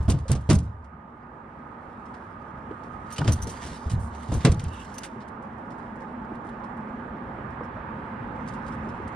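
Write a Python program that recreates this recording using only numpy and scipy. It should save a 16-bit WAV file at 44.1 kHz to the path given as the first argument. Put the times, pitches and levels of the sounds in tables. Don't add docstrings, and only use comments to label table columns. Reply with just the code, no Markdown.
import sys
import numpy as np
from scipy import signal
from scipy.fft import rfft, irfft, next_fast_len
from scipy.io import wavfile
from scipy.ndimage import uniform_filter1d, map_coordinates

SR = 44100
rng = np.random.default_rng(int(sys.argv[2]) if len(sys.argv) > 2 else 0)


def store_pcm(level_fs):
    pcm = np.round(np.clip(level_fs, -1, 1) * 32767).astype(np.int16)
    wavfile.write(sys.argv[1], SR, np.atleast_2d(pcm).T)


def linear_from_db(decibels):
    return 10 ** (np.asarray(decibels, float) / 20)


N = 403515

# time [s], level [dB], load [dB].
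MOTOR = [(0, -47, -7), (.8, -50, -4.5), (1.7, -44.5, -2), (3, -43, 0.5), (4.2, -42, -7), (5, -43, -1),
         (6.3, -40.5, -1.5), (7, -39.5, -0.5), (7.7, -40.5, 4), (8.3, -40, 5), (9.15, -39.5, 5.5)]
# frequency [Hz], level [dB per Hz].
CRACK_TINT = [(880, -9.5), (1500, -2.5), (2250, -5), (2880, -3.5), (3180, -7), (6000, -7), (7240, -7.5),
              (8920, -6.5), (10900, -21), (14800, -37), (16000, -45)]


def unit(x):
    return x / np.sqrt(np.mean(x ** 2) + 1e-20)


def along(points, hz):
    f, v = np.transpose(points)
    return np.interp(np.log(hz + 1), np.log(f + 1), v)


def curves(rows, outside=None):
    s, *cols = np.transpose(rows)
    return [np.interp(np.arange(N) / SR, s, c, outside, outside) for c in cols]


def wobble(rate_hz):
    knots = rng.standard_normal(int(N * rate_hz / SR) + 4)
    return map_coordinates(knots, [np.arange(N) * rate_hz / SR])


def filtered(x, response):
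    m = next_fast_len(x.shape[-1] + 8192)
    spectrum = rfft(x, m) * response(np.fft.rfftfreq(m, 1 / SR))
    return irfft(spectrum, m)[..., :x.shape[-1]]


def resonant(modes):
    def response(f):
        total = 0
        for k, (hz, width_hz, db) in enumerate(modes):
            damped = 1j * f * width_hz
            total = total + (-1) ** k * linear_from_db(db) * damped / (hz * hz - f * f + damped)
        return total
    return response


def tint(spectrum):
    return lambda hz: linear_from_db(along(spectrum, hz))


def spread(pair, alike, lead=((0, 0), (1, 0))):
    turn = lambda hz: np.arccos(np.clip(along(alike, hz), -1, 1)) / 2
    a, b = filtered(pair, lambda hz: np.array([np.cos(turn(hz)), np.sin(turn(hz))]))
    lead_rad = lambda hz: np.interp(hz, *np.transpose(lead))
    return filtered(np.array([a + b, a - b]), lambda hz: np.exp(.5j * np.outer([1, -1], lead_rad(hz))))


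def rush(colour, patchy_db):
    z = signal.stft(rng.standard_normal((2, N)), nperseg=512)[2]
    field = uniform_filter1d(rng.standard_normal(z.shape[1:]), size=5, axis=0)
    field = unit(uniform_filter1d(field, size=12, axis=1))
    patchy = signal.istft(z * linear_from_db(patchy_db * field), nperseg=512)[1][:, :N]
    return unit(filtered(patchy, colour))


def add(track, s, sound):
    track[..., round(s * SR):][..., :sound.shape[-1]] += sound


def sides(db):
    return linear_from_db(np.array([[db / 2], [-db / 2]]))


def onset(t, rise_s):
    return 1 - np.exp(-t / rise_s)


def strokes(rows, rise_db_per_s, fall_db_per_s):
    t = np.arange(0, N + 64, 64) / SR
    s, hold_s, db = np.transpose(rows)[..., None]
    before_db = rise_db_per_s * (s - t)
    after_db = fall_db_per_s * (t - s - hold_s)
    level_db = np.max(db - np.maximum(0, np.maximum(before_db, after_db)), axis=0)
    return np.interp(np.arange(N) / SR, t, level_db)


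def drone():
    # frequency [Hz], level [dB per Hz].
    rumble_tint = [(12, -57), (20, -32.5), (54, -4.5), (151, -4), (225, -6.5), (286, -10), (439, -20),
                   (551, -9.5), (600, -30.5), (780, -42), (1320, -120)]
    roar_tint = [(180, -15), (300, -4), (437, -6), (547, -9.5), (637, -7.5), (876, -7.5), (1200, -6),
                 (1320, -7.5), (1620, -9.5), (2410, -23), (5000, -49.5), (6500, -77.5), (11000, -120)]
    fizz_tint = [(2060, -34.5), (3500, -26), (5210, -11), (7910, -13), (9300, -9.5), (10200, -15.5),
                 (11000, -38.5), (15500, -47.5)]
    # frequency [Hz], width [Hz], level [dB].
    panel_modes = [(218.4, 55.4, -2.5), (253.8, 40.6, -3)]
    pipe_modes = [(885, 73, 4.5), (1236, 12, 2)]
    # centre [s], gain [dB].
    panel_swells = [(1.3, 1.5), (4.2, 5.5), (5.22, 5), (5.95, 3), (6.2, 5.5), (6.95, 6), (8.3, 5.5),
                    (8.8, 6.5)]
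    # time [s], level [dB].
    whine_level = [
        (.6, -59.5),
        (3.2, -46),
        (3.6, -71),
    ]
    # frequency [Hz], left-right likeness [0-1].
    likeness = [(40, .995), (70, 0.97), (290, 0.98), (640, 0.6), (1400, 0.01), (3100, 0.41), (6800, 0.53),
                (15000, 0.29)]
    # frequency [Hz], left over right [dB].
    lean_db = [(300, 0), (700, -6), (1300, -8), (2400, -5.5), (4400, -4.5), (10000, 3.5)]

    roar_db, load_db = curves(MOTOR)
    rumble_db = roar_db - 2.5 + .7 * load_db
    bright_db = 0.74 * load_db
    t = np.arange(N) / SR
    swell_db = sum(db * np.exp(-((t - s) / 0.21) ** 2 / 2) for s, db in panel_swells)

    rumble = linear_from_db(rumble_db + wobble(16)) * rush(tint(rumble_tint), patchy_db=1)
    hum = rush(lambda f: resonant(panel_modes)(f) ** 2, patchy_db=0.5)
    hum = linear_from_db(roar_db - 5.5 + swell_db) * hum
    roar = rush(lambda f: tint(roar_tint)(f) * (1 + 1.01 * abs(resonant(pipe_modes)(f))), patchy_db=0.98)
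    top = filtered(roar, lambda f: 1 / (1 + (1600 / (f + 1)) ** 4))
    roar = linear_from_db(roar_db) * (roar + (linear_from_db(bright_db) - 1) * top)
    fizz = linear_from_db(roar_db - 44 + 1.2 * wobble(12)) * rush(tint(fizz_tint), patchy_db=.5)
    whine = rush(lambda f: resonant([(1235, 70, 0)])(f) ** 2, patchy_db=0.5)
    whine = linear_from_db(curves(whine_level)[0]) * whine

    lean = lambda hz: linear_from_db(np.outer([.5, -.5], along(lean_db, hz)))
    return filtered(spread(rumble + hum + roar + whine + fizz, likeness), lean)


def plops():
    # start [s], peak [dB], pitch [Hz], t60 [s].
    knocks = [(0.255, -26.5, 530, 0.16), (2.709, -19, 315, 0.095), (2.872, -24, 302, 0.068),
              (3.216, -7, 950, 0.035), (3.279, -12, 613, 0.046), (3.291, -24, 416, 0.047),
              (4.317, -12, 550, 0.036), (3.467, -17.5, 363, 0.037), (5.159, -22.5, 388, 0.071),
              (6.318, -15, 293, 0.039), (6.448, -15, 304, 0.033), (7.009, -46, 295, 0.054),
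              (7.382, -18, 394, 0.037), (7.608, -11.5, 488, 0.054), (7.769, -17, 620, 0.053),
              (8.088, -28, 1000, 0.043), (8.868, -13, 262, 0.045), (8.999, -17, 367, 0.055)]
    water = np.zeros(N + SR)
    t = np.arange(SR // 5) / SR
    for s, db, hz, t60 in knocks:
        cavity = resonant([(1.2 * hz, 1.1 * hz, 0)])
        puff = rng.standard_normal(len(t))
        puff = unit(filtered(puff, lambda f: cavity(f) ** 2 / (1 + (f / 2200) ** 6)))
        tone = np.sin(2 * np.pi * hz * t) + 0.44 * puff * (1 + 0.72 * np.exp(-t / 0.0027))
        add(water, s, linear_from_db(db - 12.0 - 60 * t / t60) * onset(t, 0.0012) * tone)
    return water[:N] * sides(-2.5)


def keel():
    # start [s], level [dB].
    heavy_blows = [
        (0.09, -29.5),
        (0.311, -30.5),
        (0.6, -32),
        (3.299, -38),
        (3.94, -29),
        (4.501, -36),
    ]
    # frequency [Hz], level [dB], t60 [s].
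    hull_modes = [(72, -1, 1.28), (92, -8, .9)]
    hull = np.zeros((2, N + SR))
    t = np.arange(SR) / SR
    for s, db in heavy_blows:
        ring = sum(linear_from_db(level - 60 * t / t60) * np.sin(2 * np.pi * hz * t) for hz, level, t60 in hull_modes)
        add(hull[0], s, linear_from_db(db) * onset(t, .015) * ring)
    return hull[:, :N]


def rustle():
    # frequency [Hz], level [dB per Hz].
    rub_tint = [(1060, -31), (1800, -4.5), (2590, -14.5), (2900, -9), (4250, -15), (5250, -15),
                (9500, -16.5), (11100, -26), (14500, -40), (16000, -51)]
    # start [s], hold [s], level [dB].
    hand_strokes = [(0, .6, -75), (.6, 0.048, -76), (3.11, 0.06, -63), (3.2, .1, -64.5),
                    (3.35, 0.28, -59.5), (3.62, 0.13, -53.5), (3.78, 0.15, -61), (3.93, 0.03, -68),
                    (4.0, .04, -68), (4.14, .02, -63.5), (4.2, .08, -62), (4.29, 0.18, -59),
                    (4.52, 0.22, -65), (4.75, 0.043, -60), (4.85, 0.18, -63), (8.51, .03, -72),
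                    (8.67, .06, -71.5), (8.8, 0.41, -78.5)]
    cloth_shifts = [(2.15, 0.13, -78), (2.85, .03, -77.5), (5.1, .03, -86), (5.75, 0.17, -83),
                    (6.48, .03, -88), (8.4, .05, -83)]
    # time [s], level [dB].
    squeeze = [
        (4.69, -72),
        (4.725, -53.5),
        (4.815, -52.5),
        (4.85, -75),
    ]
    # frequency [Hz], width [Hz], level [dB].
    grip_modes = [(2720, 200, 0), (2950, 240, 0), (3280, 260, -3), (3680, 240, -5)]

    grains = rush(lambda f: 1, patchy_db=2.2) * linear_from_db(2.2 * wobble(500) + 1.5 * wobble(30))
    grip = unit(filtered(grains, lambda f: resonant(grip_modes)(f) ** 2))
    squeak = linear_from_db(curves(squeeze, -140)[0]) * grip
    level = linear_from_db(strokes(hand_strokes, 188, 120.5))
    level += linear_from_db(strokes(cloth_shifts, 27.5, 44))
    level += linear_from_db(curves(MOTOR)[0] - 42.5)
    return linear_from_db(6.0) * level * unit(filtered(grains, tint(rub_tint))) + squeak


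def clacks():
    # start [s], peak [dB], crack t60 [s].
    edge_hits = [(0.0805, -37.5, 0.0099), (0.3162, -26.5, .008), (0.4935, -25.5, 0.011),
                 (3.2156, -31.5, .012), (3.2785, -28, .008), (4.4495, -10.5, .012), (4.5955, -31, .008),
                 (4.982, -29, .006), (5.0345, -23.5, .008)]
    # frequency [Hz], level [dB], t60 [s].
    fitting_modes = [(2283, -9, .06), (2902, -1, .05), (3500, -1, .05), (4888, -9.5, .05),
                     (5480, -9.5, .04), (6815, -7, .04), (8500, -6.5, .03)]
    # start [s], peak [dB], centre [Hz], t60 [s].
    nick_hits = [(2.711, -43, 2500, 0.025), (2.71, -32, 480, .05), (2.875, -48, 1900, .02),
                 (5.205, -51, 3600, 0.13), (5.702, -51, 3600, .04), (5.827, -58, 4200, .03),
                 (6.165, -69, 4200, .03), (6.354, -53, 3500, .03), (6.354, -64, 6800, .03),
                 (6.444, -67, 4000, .05), (6.487, -53, 3500, 0.062), (6.6, -60, 5500, .03),
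                 (6.635, -55.5, 3900, .05), (8.475, -55, 3600, 0.032), (8.68, -53, 3600, .04),
                 (0.335, -21.5, 210, 0.088), (0.62, -33.5, 170, 0.38), (3.925, -19, 72, .15),
                 (4.452, -27, 2100, 0.14), (4.455, -38, 3600, .09), (7.61, -33, 700, 0.043),
                 (9.078, -53, 3300, .04), (4.451, -33, 7000, .07), (0.93, -39.5, 139.4, 0.43),
                 (6.247, -62.5, 5300, .03), (6.766, -62, 5200, .03), (5.28, -58, 4200, .05),
                 (8.49, -52, 4700, .03)]

    edge = np.zeros((2, N + SR))
    t = np.arange(SR // 5) / SR
    crack_response = lambda hz: tint(CRACK_TINT)(hz) / (1 + (hz / 11500) ** 12)
    for s, db, t60 in edge_hits:
        crack = unit(filtered(rng.standard_normal((2, len(t))), crack_response)) * linear_from_db(-60 * t / t60)
        ring = np.zeros(len(t))
        for hz, level, life_s in fitting_modes:
            decay = linear_from_db(level + rng.normal(0, 3) - 60 * t / life_s)
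            ring += decay * np.sin(2 * np.pi * hz * rng.normal(1, 0.026) * t)
        add(edge, s, linear_from_db(db - 7.5) * (crack + linear_from_db(-15) * ring * [[1], [.5]]))
    for s, db, hz, t60 in nick_hits:
        wide = resonant([(hz, .6 * hz, 0)])
        nick = unit(filtered(rng.standard_normal((2, len(t))), lambda f: wide(f) ** 2))
        add(edge, s, linear_from_db(db - 5 - 60 * t / t60) * onset(t, .0015) * nick)
    return edge[:, :N]


def tackle():
    # start [s], peak [dB], low part [dB], t60 [s].
    scales = [(0.0818, -54.5, -5, .08), (0.098, -24.5, -6.5, 0.089), (0.1188, -25.5, -6, 0.026),
              (0.1875, -40.5, -1, .025), (0.196, -48.5, -4, 0.063), (0.2803, -35.5, -5, 0.12),
              (0.3162, -26.5, -7.5, 0.07), (0.329, -40.5, 6, 0.064), (0.3513, -34.5, -4.5, 0.069),
              (0.49, -36, -0.5, .06), (0.4994, -14, -6.5, 0.06), (0.507, -24, 1.5, .07),
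              (0.5285, -28, -5.5, 0.094), (0.5515, -25, -14, 0.043), (0.5866, -29.5, -11.5, 0.026),
              (0.599, -41.5, -13.5, 0.046), (0.625, -51, -18, 0.13)]
    clasp = [(3.123, -34.5, -5, 0.045), (3.3199, -23.5, -4, 0.02), (3.328, -26, -12, 0.03),
             (3.418, -32, -18.5, 0.049), (3.470, -37.5, -2, 0.03), (3.497, -38, 1, 0.027),
             (4.336, -38.5, -10, 0.044), (4.940, -44, -12, 0.045), (4.9808, -30.5, 1.5, 0.023)]
    hooks = [(3.1122, -42.5, 0, 0.046), (3.1603, -36, 0, 0.087), (3.271, -39, 1, 0.041),
             (3.277, -26, 3, 0.076), (3.470, -36.5, -7, .06), (3.490, -37, -11, 0.12),
             (3.6607, -36.5, -3, 0.11), (3.897, -33.5, -5, 0.074), (3.9148, -33.5, -7, .033),
             (4.149, -45, 0, .03), (4.319, -36, -18, 0.078), (4.3374, -35.5, -11, .06),
             (4.404, -47, 6.5, 0.36), (4.45, -17.5, 2, 0.055), (4.5179, -24.5, -8.5, 0.035),
             (4.543, -39, -8, 0.026), (4.5943, -38, 0.5, 0.068), (4.6423, -50.5, 12, 0.087),
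             (4.682, -43.5, -7, 0.048), (4.8, -43, -18, 0.086), (4.8453, -42.5, -3, 0.047),
             (5.034, -35.5, 2, 0.098)]
    line_brush = [(3.103, -47, 5, 0.029), (3.311, -44, -18, .02), (3.35, -46, -12.5, .05),
                  (3.505, -43.5, -10, 0.051), (3.906, -43, -14, 0.059), (3.993, -48, -14, 0.15),
                  (4.328, -42, -10, 0.094), (4.508, -43.5, -9, .03), (4.724, -48.5, -10, 0.044),
                  (5.036, -39.5, -10, 0.049)]
    bar = [(3.1806, -27, -2.5, 0.045), (3.2425, -40.5, 7, .05), (3.899, -46, -14, 0.025)]
    # start [s], peak [dB], low part [dB].
    swivel = [(2.1385, -52, 8), (8.475, -43.5, -12), (8.4833, -43, 0), (8.536, -46.5, -3), (8.662, -49, 1),
              (8.677, -47.5, 2), (8.895, -55, 4)]
    # start [s], peak [dB].
    line_ticks = [(0.842, -55), (2.055, -54), (2.8337, -51), (5.2, -55.5), (5.215, -51), (5.7043, -52),
                  (5.718, -53), (6.0038, -53), (6.018, -56.5), (6.6393, -51.5), (7.5016, -58), (7.633, -56),
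                  (7.645, -56), (8.3549, -56), (8.72, -50), (8.886, -50)]
    fin_snaps = [(0.0902, -34.5), (0.1037, -23.5), (0.1114, -31), (0.306, -37.5), (0.3164, -21),
                 (0.3294, -32.5), (0.5302, -24), (0.544, -36), (0.55, -31.5), (4.6399, -37.5)]
    glints = [(0.0251, -48.5), (0.052, -54.5), (0.407, -50.5), (5.278, -51.5), (5.422, -58), (5.578, -64),
              (5.78, -58), (5.955, -58), (6.247, -65), (6.347, -58), (6.4446, -59), (6.466, -55),
              (6.488, -54), (6.7681, -61), (8.737, -57), (9.075, -48)]
    # ring [Hz], pitch scatter [log ratio], ring level [dB].
    part_rings = [
        (4540, 0.17, -22.5),
        (6090, .003, 3),
        (3840, 0.047, -20),
        (4820, 0.024, -7),
        (5340, 0.015, 1),
        (8950, 0.028, -5),
        (8950, 0.036, -9),
        (9120, 0.055, -9.5),
        (3030, .02, 0),
    ]
    # crack [dB], hold exponent (1 dies at once, 4 stops short), top octave [dB],
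    # overtone share.
    part_touch = [
        (0.7, 1.25, -6, .1),
        (-7.5, 3.1, -1.5, 0.25),
        (1, 1.3, 3.5, 0.15),
        (1, 1.15, 4, 0.13),
        (3.5, 0.77, -11.5, .03),
        (2, 1.1, -5, .01),
        (-3, 4.3, -1.4, .01),
        (3, 1.35, -2.5, .01),
        (-0.5, 1.5, 3, 0.22),
    ]

    parts = [
        scales,
        clasp,
        hooks,
        [(*row, .075) for row in swivel],
        [(s, db, 1.5, .085) for s, db in line_ticks],
        [(s, db + 6.0, -30, .012) for s, db in fin_snaps],
        line_brush,
        [(s, db, -5, .05) for s, db in glints],
        bar,
    ]
    hits = [(*row, *ring, *touch) for rows, ring, touch in zip(parts, part_rings, part_touch) for row in rows]

    low, high, air, rings = np.zeros((4, 2, N + SR))
    t = np.arange(SR // 5) / SR
    for s, db, low_db, t60, hz, scatter, ring_db, crack_db, hold, air_db, overtone in hits:
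        hz = hz * np.exp(scatter * rng.normal())
        rise_s = .0009 + 0.0025 * (db < -47)
        shape = linear_from_db(-60 * (t / t60) ** hold) * onset(t, rise_s)
        shape *= 1 + 0.52 * (hold < 2) * np.exp(-t / 0.00075)
        grit = linear_from_db(1.63 * np.repeat(rng.standard_normal(len(t) // 60 + 1), 60)[:len(t)])
        burst = rng.standard_normal((2, len(t))) * shape * grit
        add(high, s, linear_from_db(db + crack_db - 8.5) * burst)
        add(air, s, linear_from_db(db + air_db - 4.5 - .45 * max(db + 41.5, 0)) * burst)
        add(low, s, linear_from_db(db + crack_db + low_db - 7.5) * burst)
        q = 7 if hz > 8000 else hz / 130
        ring = signal.lfilter(*signal.iirpeak(hz, q, SR), burst)
        ring += overtone * signal.lfilter(*signal.iirpeak(1.52 * hz, 6, SR), burst)
        add(rings, s, linear_from_db(db + ring_db + 8.5) * ring)

    crack = tint(CRACK_TINT)
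    scale = np.sqrt(np.mean(crack(np.linspace(4000, 11000, 50)) ** 2) / 3)
    upper = lambda hz: 1 / (1 + (4500 / (hz + 1)) ** 5)
    both = filtered(high, lambda hz: crack(hz) * upper(hz) * (hz < 11000) / scale)
    both += filtered(air, lambda hz: crack(hz) * (hz >= 11000) / (1 + (hz / 14900) ** 30) / scale)
    both += filtered(low, lambda hz: crack(hz) * (1 - upper(hz)) / scale)
    return (both + rings)[:, :N]


def hull_tail(tone, t60s):
    f, u, z = signal.stft(rng.standard_normal(SR), SR, nperseg=1024)
    z = z * linear_from_db(along(tone, f)[:, None] - 60 * u / along(t60s, f)[:, None])
    tail = signal.istft(z, SR, nperseg=1024)[1][:SR]
    fade = np.hanning(2 * SR)[SR:] ** .5
    return tail / np.std(tail[:2048]) * onset(np.arange(SR) / SR, 0.0047) * fade


def blows():
    # start [s], peak [dB], boom [Hz], slap [dB].
    flaps = [(0.002, -13, 70.6, -22), (0.05, -17, 79, -34.5), (0.08, -7.5, 92, -13),
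             (0.093, -12, 68.6, -9.5), (0.138, -12, 136, -17), (0.169, -20.5, 121, -16),
             (0.295, -11.5, 81.2, -10.5), (0.31, -10, 131, -13.5), (0.349, -16.5, 72.5, -12.5),
             (0.49, -5, 112, -9), (0.502, -12, 96.7, -0.5), (0.516, -14.5, 146, -9.5),
             (0.533, -11, 202, -22.5), (0.563, -7.5, 77.5, -23.5), (0.609, -22, 95, -22)]
    thumps = [(3.185, -23.5, 88, -0.5), (3.204, -20, 141, -3.5), (3.225, -20.5, 156, -22),
              (3.249, -18.5, 114, -5.5), (3.276, -10, 107.4, -11), (3.291, -11, 81.7, -12),
              (3.329, -22, 73.6, -23), (3.38, -25, 98, -11.5), (3.429, -21, 74.4, -16),
              (3.474, -31, 67.5, 0.5), (3.649, -30.5, 80, -3), (3.713, -33, 66, -1.5),
              (3.86, -17.5, 72.5, -18), (3.915, -15, 118.7, -21), (3.934, -10, 118, -34),
              (3.978, -16.5, 73.6, -37), (4.009, -23, 91, -44), (4.289, -17.5, 114, -14),
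              (4.318, -17, 64.8, -5.5), (4.344, -16, 102, -9), (4.368, -16.5, 65, -19),
              (4.446, -8, 133.4, -2.5), (4.465, -19, 172, 2.5), (4.494, -4.5, 74.5, -30),
              (4.518, -34.5, 51.1, 4), (4.575, -15.5, 99, -29), (4.634, -20.5, 147, -20),
              (4.663, -16, 80.6, -22)]
    # frequency [Hz], level [dB per Hz].
    slap_tint = [(88, -20.5), (150, 1.5), (701, -18), (971, -22.5), (1130, -20.5), (1260, -25), (1930, -34),
                 (2910, -37), (3220, -36), (9000, -44), (11700, -63.5), (19800, -120)]
    hull_tone = [(15, -51.5), (25, -22.5), (59, -6), (82, 3), (210, 0.5), (227, -33.5), (600, -48.5),
                 (780, -80.5), (1320, -120)]
    # frequency [Hz], hull t60 [s].
    hull_t60 = [(40, 0.49), (80, 0.94), (150, 0.22), (300, 0.62), (800, 0.175)]

    deck = np.zeros((2, N + 2 * SR))
    t = np.arange(SR // 3) / SR
    for s, db, hz, slap_db in [*flaps, *thumps]:
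        t60 = 0.25 * linear_from_db(0.25 * slap_db)
        boom = np.sin(2 * np.pi * hz * t) * linear_from_db(db - 1.0 - 60 * t / t60) * onset(t, 0.0028)
        thin_db = 13.0 * (s < 1)
        plate = np.sin(2 * np.pi * 300 * rng.normal(1, 0.066) * t)
        plate *= linear_from_db(db + slap_db - 8.0 + thin_db - 60 * t / 0.051) * onset(t, 0.0071)
        add(deck, s, (boom + plate) * [[1], [0.76 * rng.normal()]])
        slap = unit(filtered(rng.standard_normal((2, len(t))), tint(slap_tint)))
        add(deck, s, slap * linear_from_db(db + slap_db - 0.5 - 60 * t / 0.17) * onset(t, 0.0029))
        add(deck[0], s, linear_from_db(db - 20.5) * hull_tail(hull_tone, hull_t60))
    return deck[:, :N]


def scene():
    # frequency [Hz], left-right likeness [0-1].
    near_likeness = [(40, .995), (70, .96), (300, .97), (1400, .8), (4000, .62), (15000, .45)]
    # frequency [Hz], left lead [rad].
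    port_lead = [(0, 0), (4000, .2), (7000, 2.8), (9500, 3.4), (13000, 6.3), (16000, 8)]
    around = drone() + plops()
    gear = keel() + rustle() + clacks() + tackle() + blows()
    toward_right = lambda hz: linear_from_db(np.outer([-1, 1], along([(400, .2), (3000, 1.3)], hz)))
    return around + filtered(spread(gear, near_likeness, port_lead), toward_right)


def coarse(x):
    hz, t, z = signal.stft(x, SR, nperseg=2048)
    band = hz > 10500
    top = z[:, band]
    patches = rng.standard_normal((len(hz) // 32 + 1, len(t) // 2 + 1))
    scatter_db = 4 * np.kron(patches, np.ones((32, 2)))[:top.shape[1], :len(t)]
    nearby = uniform_filter1d(abs(top), size=64, axis=1)
    step = linear_from_db(scatter_db) * np.clip(linear_from_db(6) * nearby, linear_from_db(-101), linear_from_db(-89))
    z[:, band] = top * np.round(abs(top) / step) * step / (abs(top) + 1e-12)
    return signal.istft(z, SR, nperseg=2048)[1][:, :N]


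def band_limit(x):
    return signal.sosfilt(signal.butter(12, 15900, fs=SR, output="sos"), x)


def record(dry):
    cut_db = lambda hz: -9 / (1 + np.exp((10400 - hz) / 120))
    lift_db = lambda hz: 7 * np.exp(-((hz - 14500) / 1100) ** 2)
    housed = filtered(dry, lambda hz: linear_from_db(cut_db(hz) + lift_db(hz)))
    housed = housed / (1 + abs(housed / .7) ** 4) ** (1 / 4)
    return band_limit(coarse(housed))


dry = scene()
out = record(dry)
store_pcm(out)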